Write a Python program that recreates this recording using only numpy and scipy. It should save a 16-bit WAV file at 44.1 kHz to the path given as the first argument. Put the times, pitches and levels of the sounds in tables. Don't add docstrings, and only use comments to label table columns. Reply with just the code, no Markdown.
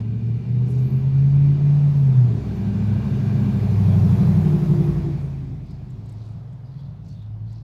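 import sys
import numpy as np
from scipy import signal
from scipy.fft import rfft, irfft
from scipy.io import wavfile
from scipy.ndimage import uniform_filter1d

SR = 44100
rng = np.random.default_rng(int(sys.argv[2]) if len(sys.argv) > 2 else 0)


def master_out(mix):
    frames = np.transpose(np.atleast_2d(mix))
    ceiling = np.clip(frames, -1, 1)
    pcm = np.round(ceiling * 32767).astype(np.int16)
    wavfile.write(sys.argv[1], SR, pcm)


def boost(x):
    u = np.asarray(x, float) / 20
    return 10 ** u


N = 336483
SLOW_RATE = 100

# frequency in Hz, level in dB.
PATH = [(30, -34.5), (50, -0.5), (75, 4), (100, 11.5), (125, 13.5), (150, 10), (180, 3), (215, -2.5),
        (240, -7.5), (280, -4.5), (315, -16.5), (350, -6.5), (410, -8), (500, -24)]
FAMILIES = {"low": (-49.5, 0.1, -42.5, 0.2), "firing": (-23, 1.4, -32.5, 1.07),
            "above": (-38, 2.1, -38, 1.94), "bark": (-42, -0.2, -23.5, 1.4),
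            "growl": (-46.5, 0.38, -29, 1.92), "high": (-46.5, 0.5, -39.5, 0.82),
            "boom": (-53, .05, -45.5, 0.65), "rumble": (-36, -0.05, -25, 1.14)}


def evened(x):
    return x / np.sqrt(np.mean(abs(x) ** 2) + 1e-20)


def read(points, hz):
    f, value = np.transpose(points)
    return np.interp(np.log(hz + 1), np.log(f + 1), value)


def curves(rows, t):
    seconds, *columns = np.transpose(rows)
    return [np.interp(t, seconds, column) for column in columns]


def bumps(events, t):
    return sum(db * np.exp(-((t - s) / half) ** 2) for s, half, db in events)


def add(mix, s, sound):
    part = mix[round(s * SR):][:len(sound)]
    part += sound[:len(part)]


def resonate(x, hz, width):
    turn = np.exp(2j * np.pi * np.cumsum(hz * np.ones(len(x))) / SR)
    r = np.exp(-np.pi * width / SR)
    return 2 * (turn * signal.lfilter([1 - r], [1, -r], x / turn)).real


def resonate_twice(x, hz, width):
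    return resonate(resonate(x, hz, width), hz, width)


def coloured(shape, patchy_db):
    frames, hz = N // 256 + 5, np.fft.rfftfreq(1024, 1 / SR)
    a, b, patches = rng.standard_normal((frames, 513, 3)).T
    patches = uniform_filter1d(patches, size=8, axis=0)
    patches = evened(uniform_filter1d(patches, size=12, axis=1))
    z = (a + 1j * b) * boost(read(shape, hz)[:, None] + patchy_db * patches)
    return evened(signal.istft(z, nperseg=1024, noverlap=768)[1][:N])


def wander(steps, hz):
    z = rng.standard_normal(steps) + 1j * rng.standard_normal(steps)
    smoothing = np.exp(-(np.fft.fftfreq(steps, 1 / SLOW_RATE) / hz) ** 2)
    return evened(np.fft.ifft(np.fft.fft(z) * smoothing))


def slow_times():
    return np.arange(N * SLOW_RATE // SR + 2) / SLOW_RATE


def swing(turns, size):
    t, slow = np.arange(N) / SR, np.arange(len(size)) / SLOW_RATE
    angle = 2 * np.pi * turns
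    across = np.interp(t, slow, size.real) * np.cos(angle)
    along = np.interp(t, slow, size.imag) * np.sin(angle)
    return np.sqrt(2) * (across - along)


def family_db(name, t):
    # time in seconds, dB under the loudest.
    exhaust_loudness = [(0, -10.5), (.6, -7), (1.2, -2.5), (1.6, -1), (2.2, -3), (2.45, -6), (3, -2.5),
                        (3.5, -3.5), (4.2, -1), (4.8, -2.5), (5.15, -9), (5.5, -12.5), (5.65, -16.5),
                        (6, -18.5), (6.6, -32.5), (7.63, -29.5)]
    shift_times = [2.19, 2.31]
    street_echoes = {"low": [(1.4, 0.16, 4), (2.21, .07, -16.5), (6.64, 0.86, -10), (3.27, 0.15, -10.5),
                     (4.95, 0.095, 9.5)], "firing": [(2.25, 0.089, 4), (2.5, .2, -1), (2.92, 0.08, 3.5),
                     (3.12, 0.079, -6.5), (3.38, 0.066, 4), (3.5, 0.04, -5), (3.9, 0.26, 5.5),
                     (4.38, 0.068, 4.5), (4.72, 0.22, -16), (5.12, .07, -5.5)], "above": [(0.56, 0.34, 8.5),
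                     (1.25, 0.041, 6), (4.5, 0.094, -26), (3.27, 0.27, 3), (5.72, .3, 8)],
                     "bark": [(.6, 0.18, 10.5), (.94, 0.13, 13.5), (2.1, 0.17, 16), (2.9, .6, -28.5)],
                     "growl": [(.15, 0.42, 11), (1.5, 0.07, 8), (2.7, 0.26, 5), (3.45, 0.11, 5)],
                     "high": [(.75, 0.17, 7), (1.6, .1, 4), (1.2, .1, 2), (5.03, 0.22, -2)],
                     "boom": [(.65, 0.45, 12.5), (4.5, 0.21, 11), (4.85, 0.23, 17.5), (5.1, 0.059, 16)],
                     "rumble": [(2.35, 0.31, 4)]}
    low_db, low_share, high_db, high_share = FAMILIES[name]
    gear = np.interp(t, shift_times, [0, 1])
    loud_db = curves(exhaust_loudness, t)[0]
    low_gear_db = low_db + low_share * loud_db
    high_gear_db = high_db + high_share * loud_db
    return (1 - gear) * low_gear_db + gear * high_gear_db + bumps(street_echoes[name], t)


def quiet_street():
    # frequency in Hz, level in dB per Hz.
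    street_colour = [(15, -46), (25, -18), (59, -21.5), (94, -11.5), (122, 6), (165, -14.5), (210, -15.5),
                     (323, -34.5), (538, -33.5), (632, -29.5), (1860, -48), (4160, -51), (8380, -69.5),
                     (15600, -73)]
    return boost(-38.5) * coloured(street_colour, 1.9)


def birds():
    # start in seconds, length in seconds, first Hz, last Hz, level in dB.
    chirp_rows = [(5.69, .05, 4900, 4900, -68), (5.737, 0.044, 4300, 4300, -72),
                  (6.206, .08, 3770, 3800, -75), (6.64, 0.054, 4760, 4800, -69.5),
                  (6.665, .03, 4100, 3870, -75), (6.711, 0.044, 4250, 4430, -74),
                  (6.779, 0.049, 3100, 3700, -65), (6.767, 0.048, 4200, 4800, -70),
                  (6.824, 0.089, 3620, 3500, -73), (7.071, 0.089, 4400, 4437, -66.5),
                  (7.109, 0.12, 3730, 3480, -66.5), (7.214, 0.027, 3750, 3432, -66),
                  (7.468, 0.048, 4330, 3900, -67), (7.548, 0.02, 4980, 5100, -72)]
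    out = np.zeros(N)
    for s, length, first_hz, last_hz, db in chirp_rows:
        steps = round(length * SR)
        hz = np.linspace(first_hz, last_hz, steps)
        breath = rng.standard_normal(steps)
        whistle = evened(resonate_twice(breath, hz, 420))
        whistle += .6 * evened(resonate(breath, hz, 1200))
        add(out, s, boost(db - 2) * evened(whistle) * signal.windows.tukey(steps, .5))
    tail = rng.standard_normal(9000) * boost(-60 * np.arange(9000) / SR / 0.44)
    return out + boost(-4.0) * signal.oaconvolve(out, tail / np.linalg.norm(tail))[:N]


def finger_ticks():
    # start in seconds, peak level in dB, ring in Hz.
    tick_rows = [(5.662, -62, 7070), (5.7054, -53, 6940), (5.899, -54.5, 6570), (6.0548, -55, 7230),
                 (6.09, -48.5, 6900), (6.119, -53, 7660), (6.525, -61, 6730), (7.0421, -63, 6330),
                 (7.081, -53, 6180), (7.218, -63, 6690), (7.5224, -53, 6450)]
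    out = np.zeros(N)
    t = np.arange(2200) / SR
    touch = np.exp(-((t - .007) / .0055) ** 2) + .1 * np.exp(-t / .02)
    for s, db, hz in tick_rows:
        burst = rng.standard_normal(len(t)) * touch
        ring = resonate_twice(burst, hz + 500, 2600)
        ring += .4 * resonate_twice(burst, 11300, 1800) + 0.45 * resonate(burst, 4200, 1500)
        add(out, s, boost(db - 3.0) * ring / abs(ring).max())
    return out


def rag_strokes():
    # start in seconds, length in seconds, centre in Hz, width in Hz, level in dB.
    stroke_rows = [(0.671, 0.083, 9800, 9000, -62), (0.696, 0.39, 12560, 3190, -67),
                   (0.626, 0.26, 5400, 5000, -64), (1.856, .24, 13400, 7000, -69.5),
                   (2.475, .24, 12820, 3460, -72.5), (5.183, 0.12, 8900, 1300, -72),
                   (5.621, 0.17, 4500, 2400, -68.5), (5.953, 0.51, 4260, 2800, -68.5),
                   (6.188, 0.18, 7500, 5000, -75.5), (6.61, 0.38, 4230, 2000, -71),
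                   (7.009, .17, 5100, 3420, -66.5), (7.123, 0.21, 3777, 1800, -71),
                   (7.439, 0.23, 4300, 2600, -67)]
    out = np.zeros(N)
    for s, length, hz, width, db in stroke_rows:
        steps = round(length * SR)
        roughness = evened(uniform_filter1d(rng.standard_normal(steps), size=150))
        grain = rng.standard_normal(steps) * boost(3.6 * roughness)
        hiss = resonate(resonate_twice(grain, hz, width), hz, width)
        add(out, s, boost(db) * evened(hiss) * np.hanning(steps) ** .7)
    return out


def nose_ringing(t, white):
    # centre in Hz, width in Hz, level in dB.
    nose_bands = [(1580, 300, -5), (2050, 240, -6), (2370, 380, 1), (2700, 300, -6), (3650, 460, -8),
                  (4300, 500, -10)]
    # time in seconds, nearness from 0 (coming) to 1 (abreast).
    nearness_rows = [
        (0, .1),
        (1.5, .2),
        (2.2, .85),
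        (2.7, .1),
        (3.5, .15),
        (3.9, .95),
        (7.63, .95),
    ]
    near = curves(nearness_rows, t)[0]
    ringing = sum(boost(db) * evened(resonate_twice(white, hz, w)) for hz, w, db in nose_bands)
    smooth = coloured([(1200, -22.5), (1600, -1.5), (2500, 0), (3300, -24.0)], 2.4)
    return np.sqrt(1 - near) * evened(ringing) + np.sqrt(near) * smooth


def tyre_fizz(t, closer_db):
    # frequency in Hz, level in dB per Hz.
    fizz_colour = [(6500, -26.5), (8000, -8), (9200, 0), (11200, 4), (12300, 2.5), (14000, -11),
                   (16500, -18.5)]
    finest_colour = [(10000, -29), (12500, -6.5), (14000, 0), (16500, -2.5)]
    # time in seconds, share of the wheels in view.
    view_rows = [
        (2.05, 0.17),
        (2.8, .6),
        (4.1, 0.99),
        (4.9, .9),
        (5.1, .4),
        (5.32, .35),
        (5.42, 0),
    ]
    behind_wall_db = -16
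    seen = curves(view_rows, t)[0]
    air_db = -61 + .45 * closer_db + behind_wall_db * (1 - seen)
    finest_db = -1.5 + 1.2 * np.minimum(air_db + 66.0, 0)
    fizz = coloured(fizz_colour, 1.2) + boost(finest_db) * coloured(finest_colour, 1.2)
    return boost(air_db - 3.0) * fizz


def road():
    # time in seconds, level in dB.
    tyre_loudness = [(0, -49), (0.025, -61), (0.9, -55), (1.75, -50), (2.6, -49), (3.9, -44.5),
                     (4.13, -42.5), (4.65, -44.5), (5.0, -47.5), (5.1, -49.5), (5.64, -63.5), (6.29, -62),
                     (6.6, -62), (7.63, -75)]
    # time in seconds, level in dB.
    nose_turn = [
        (1.5, 0.5),
        (2.2, -2),
        (3.1, 2),
        (3.8, 1),
        (5.0, -1.5),
        (5.6, -5),
        (6.3, -11),
        (6.6, -27),
    ]
    # frequency in Hz, level in dB per Hz.
    roar_colour = [(260, -19), (440, 2), (542, -6.5), (619, -1.5), (1000, -8), (1200, -12), (1850, -20.5),
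                   (2000, -20.5), (2600, -28), (4400, -120)]
    hiss_colour = [(1800, -19), (2600, -1), (3100, -1.5), (3700, 0), (5000, -4), (6500, -7.5),
                   (8000, -14.5), (9500, -26), (13000, -45.5)]
    t = np.arange(N) / SR
    roar_db = curves(tyre_loudness, t)[0]
    closer_db = roar_db + 44
    nose_db = -58 + .45 * closer_db + curves(nose_turn, t)[0] - roar_db
    hiss_db = -56 + 0.83 * closer_db - roar_db
    hiss_db -= np.interp(t, [6.2, 6.6], [0, 7])
    white = rng.standard_normal(N)
    roar = boost(3.5) * coloured(roar_colour, 1.0)
    roar += boost(nose_db + 3.5) * nose_ringing(t, white)
    whine = evened(resonate_twice(white, 1580, 180))
    roar += boost(-12) * whine * np.exp(-((t - 3.05) / .5) ** 2)
    roar += boost(hiss_db + 1.3) * coloured(hiss_colour, 1.5)
    return boost(roar_db) * roar + tyre_fizz(t, closer_db)


def drones():
    # time in seconds, frequency in Hz, level in dB.
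    far_tones = [
        [(6.0, 105.3, -36.5), (6.212, 108.9, -34.5), (6.812, 116.1, -43.5), (6.876, 109.6, -42),
         (7.076, 104.3, -39.5), (7.452, 107.9, -29.5), (7.63, 113.6, -38)],
        [(6.3, 137, -48), (6.714, 132.2, -35.5), (6.928, 143.5, -39.5), (7.458, 137, -56), (7.5, 138, -49)],
    ]
    t, slow = np.arange(N) / SR, slow_times()
    out = np.zeros(N)
    for rows in far_tones:
        hz, db = curves(rows, slow)
        start, end = rows[0][0], rows[-1][0]
        gate = np.interp(slow, [start - .1, start, end, end + .1], [0, 1, 1, 0])
        turns = np.cumsum(np.interp(t, slow, uniform_filter1d(hz, size=15))) / SR
        out += swing(turns, gate * boost(db) * (1 + 0.15 * wander(len(slow), 3.0)))
    return out


def rumble():
    hz = np.fft.rfftfreq(N, 1 / SR)
    gas_colour = [(20, -12.0), (60, -9.5), (200, 3), (300, -3.5), (480, -3.5), (620, -55.0)]
    colour_db = read(PATH, hz) + read(gas_colour, hz)
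    noise = irfft(rfft(rng.standard_normal(N)) * boost(colour_db), N)
    return boost(family_db("rumble", np.arange(N) / SR)) * evened(noise)


def exhaust():
    # multiple of the engine cycle, level in dB.
    order_levels = [(2, -9), (3, 6), (4, -11.5), (5, 6.5), (6, -6), (7, -7.5), (8, 0.5), (9, -9.5), (10, 3),
                    (11, -0.5), (12, 1.5), (13, -2.5), (14, -7.5), (15, 4), (16, 3.5), (17, -2), (18, -0.5),
                    (19, -6), (20, 2.5), (21, 2.5), (22, -10), (23, -11.5), (24, 4), (25, -5), (26, 3),
                    (27, -5.5), (28, -5), (29, 1), (30, 6)]
    family_edges = [8, 9, 13, 14, 18]
    # time in seconds, engine cycles per second.
    engine_speed = [(0.0, 13.84), (0.3, 14.48), (1.05, 16.73), (1.35, 17.59), (1.8, 18.05), (1.95, 17.86),
                    (2.1, 16.68), (2.4, 13.57), (2.55, 12.97), (3.4, 13.1), (4.05, 12.15), (4.2, 12.34),
                    (4.35, 12.16), (4.5, 11.71), (4.95, 11.48), (5.3, 10.6), (5.8, 9.8), (7.63, 10.8)]
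    # time in seconds, half length in seconds, loss in dB.
    firing_dips = [(0.198, 0.019, 6.5), (0.425, 0.056, 14), (0.693, 0.038, 6), (0.898, 0.023, 14),
                   (1.016, 0.038, 8.5), (1.114, 0.024, 6.5), (1.31, 0.029, 2.5), (1.581, 0.043, 7.5),
                   (1.802, 0.019, 3), (1.94, 0.029, 4.5), (2.139, 0.0082, 9.5), (3.06, 0.025, 13),
                   (4.228, 0.027, 19)]
    t, slow = np.arange(N) / SR, slow_times()
    cycle_hz = uniform_filter1d(curves(engine_speed, slow)[0], size=9)
    turns = np.cumsum(np.interp(t, slow, cycle_hz)) / SR
    levels_db = [family_db(name, slow) for name in FAMILIES]
    hidden = np.interp(slow, [3.2, 3.9, 5.5, 6.1], [1, .08, .08, 1])
    upper_orders = [(31 + i, -0.5 - 0.75 * i) for i in range(10)]
    out = np.zeros(N)
    for k, db in order_levels + upper_orders:
        boomy = k in (25, 30, 35)
        family = 6 if boomy else np.searchsorted(family_edges, k, "right")
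        if k in (5, 8, 13):
            scattered = .12
        elif k <= 17 or boomy:
            scattered = .3
        else:
            scattered = .75
        echo = wander(len(slow), 1.8 + .3 * max(k - 14, 0))
        fade = np.sqrt(1 - scattered ** 2) + scattered * echo
        size = fade * boost(db + levels_db[family] + read(PATH, k * cycle_hz))
        if k == 8:
            size = size * boost(-bumps(firing_dips, slow))
        lag = .335 * k + .0325 * k ** 2
        offset = -lag if 8 <= k <= 17 else rng.random()
        size = size * np.exp(2j * np.pi * hidden * (rng.random() - .5))
        out += swing(k * turns + offset, size)
    return out


def scene():
    near_and_far = quiet_street() + birds() + finger_ticks() + rag_strokes()
    car = road() + drones() + rumble() + exhaust()
    return (near_and_far + car)[None]


def band_limit(x):
    return signal.sosfilt(signal.butter(12, 15720, fs=SR, output="sos"), x)


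def record(dry):
    finished = dry * signal.windows.tukey(N, 500 / N)
    return band_limit(finished)


dry = scene()
out = record(dry)
master_out(out)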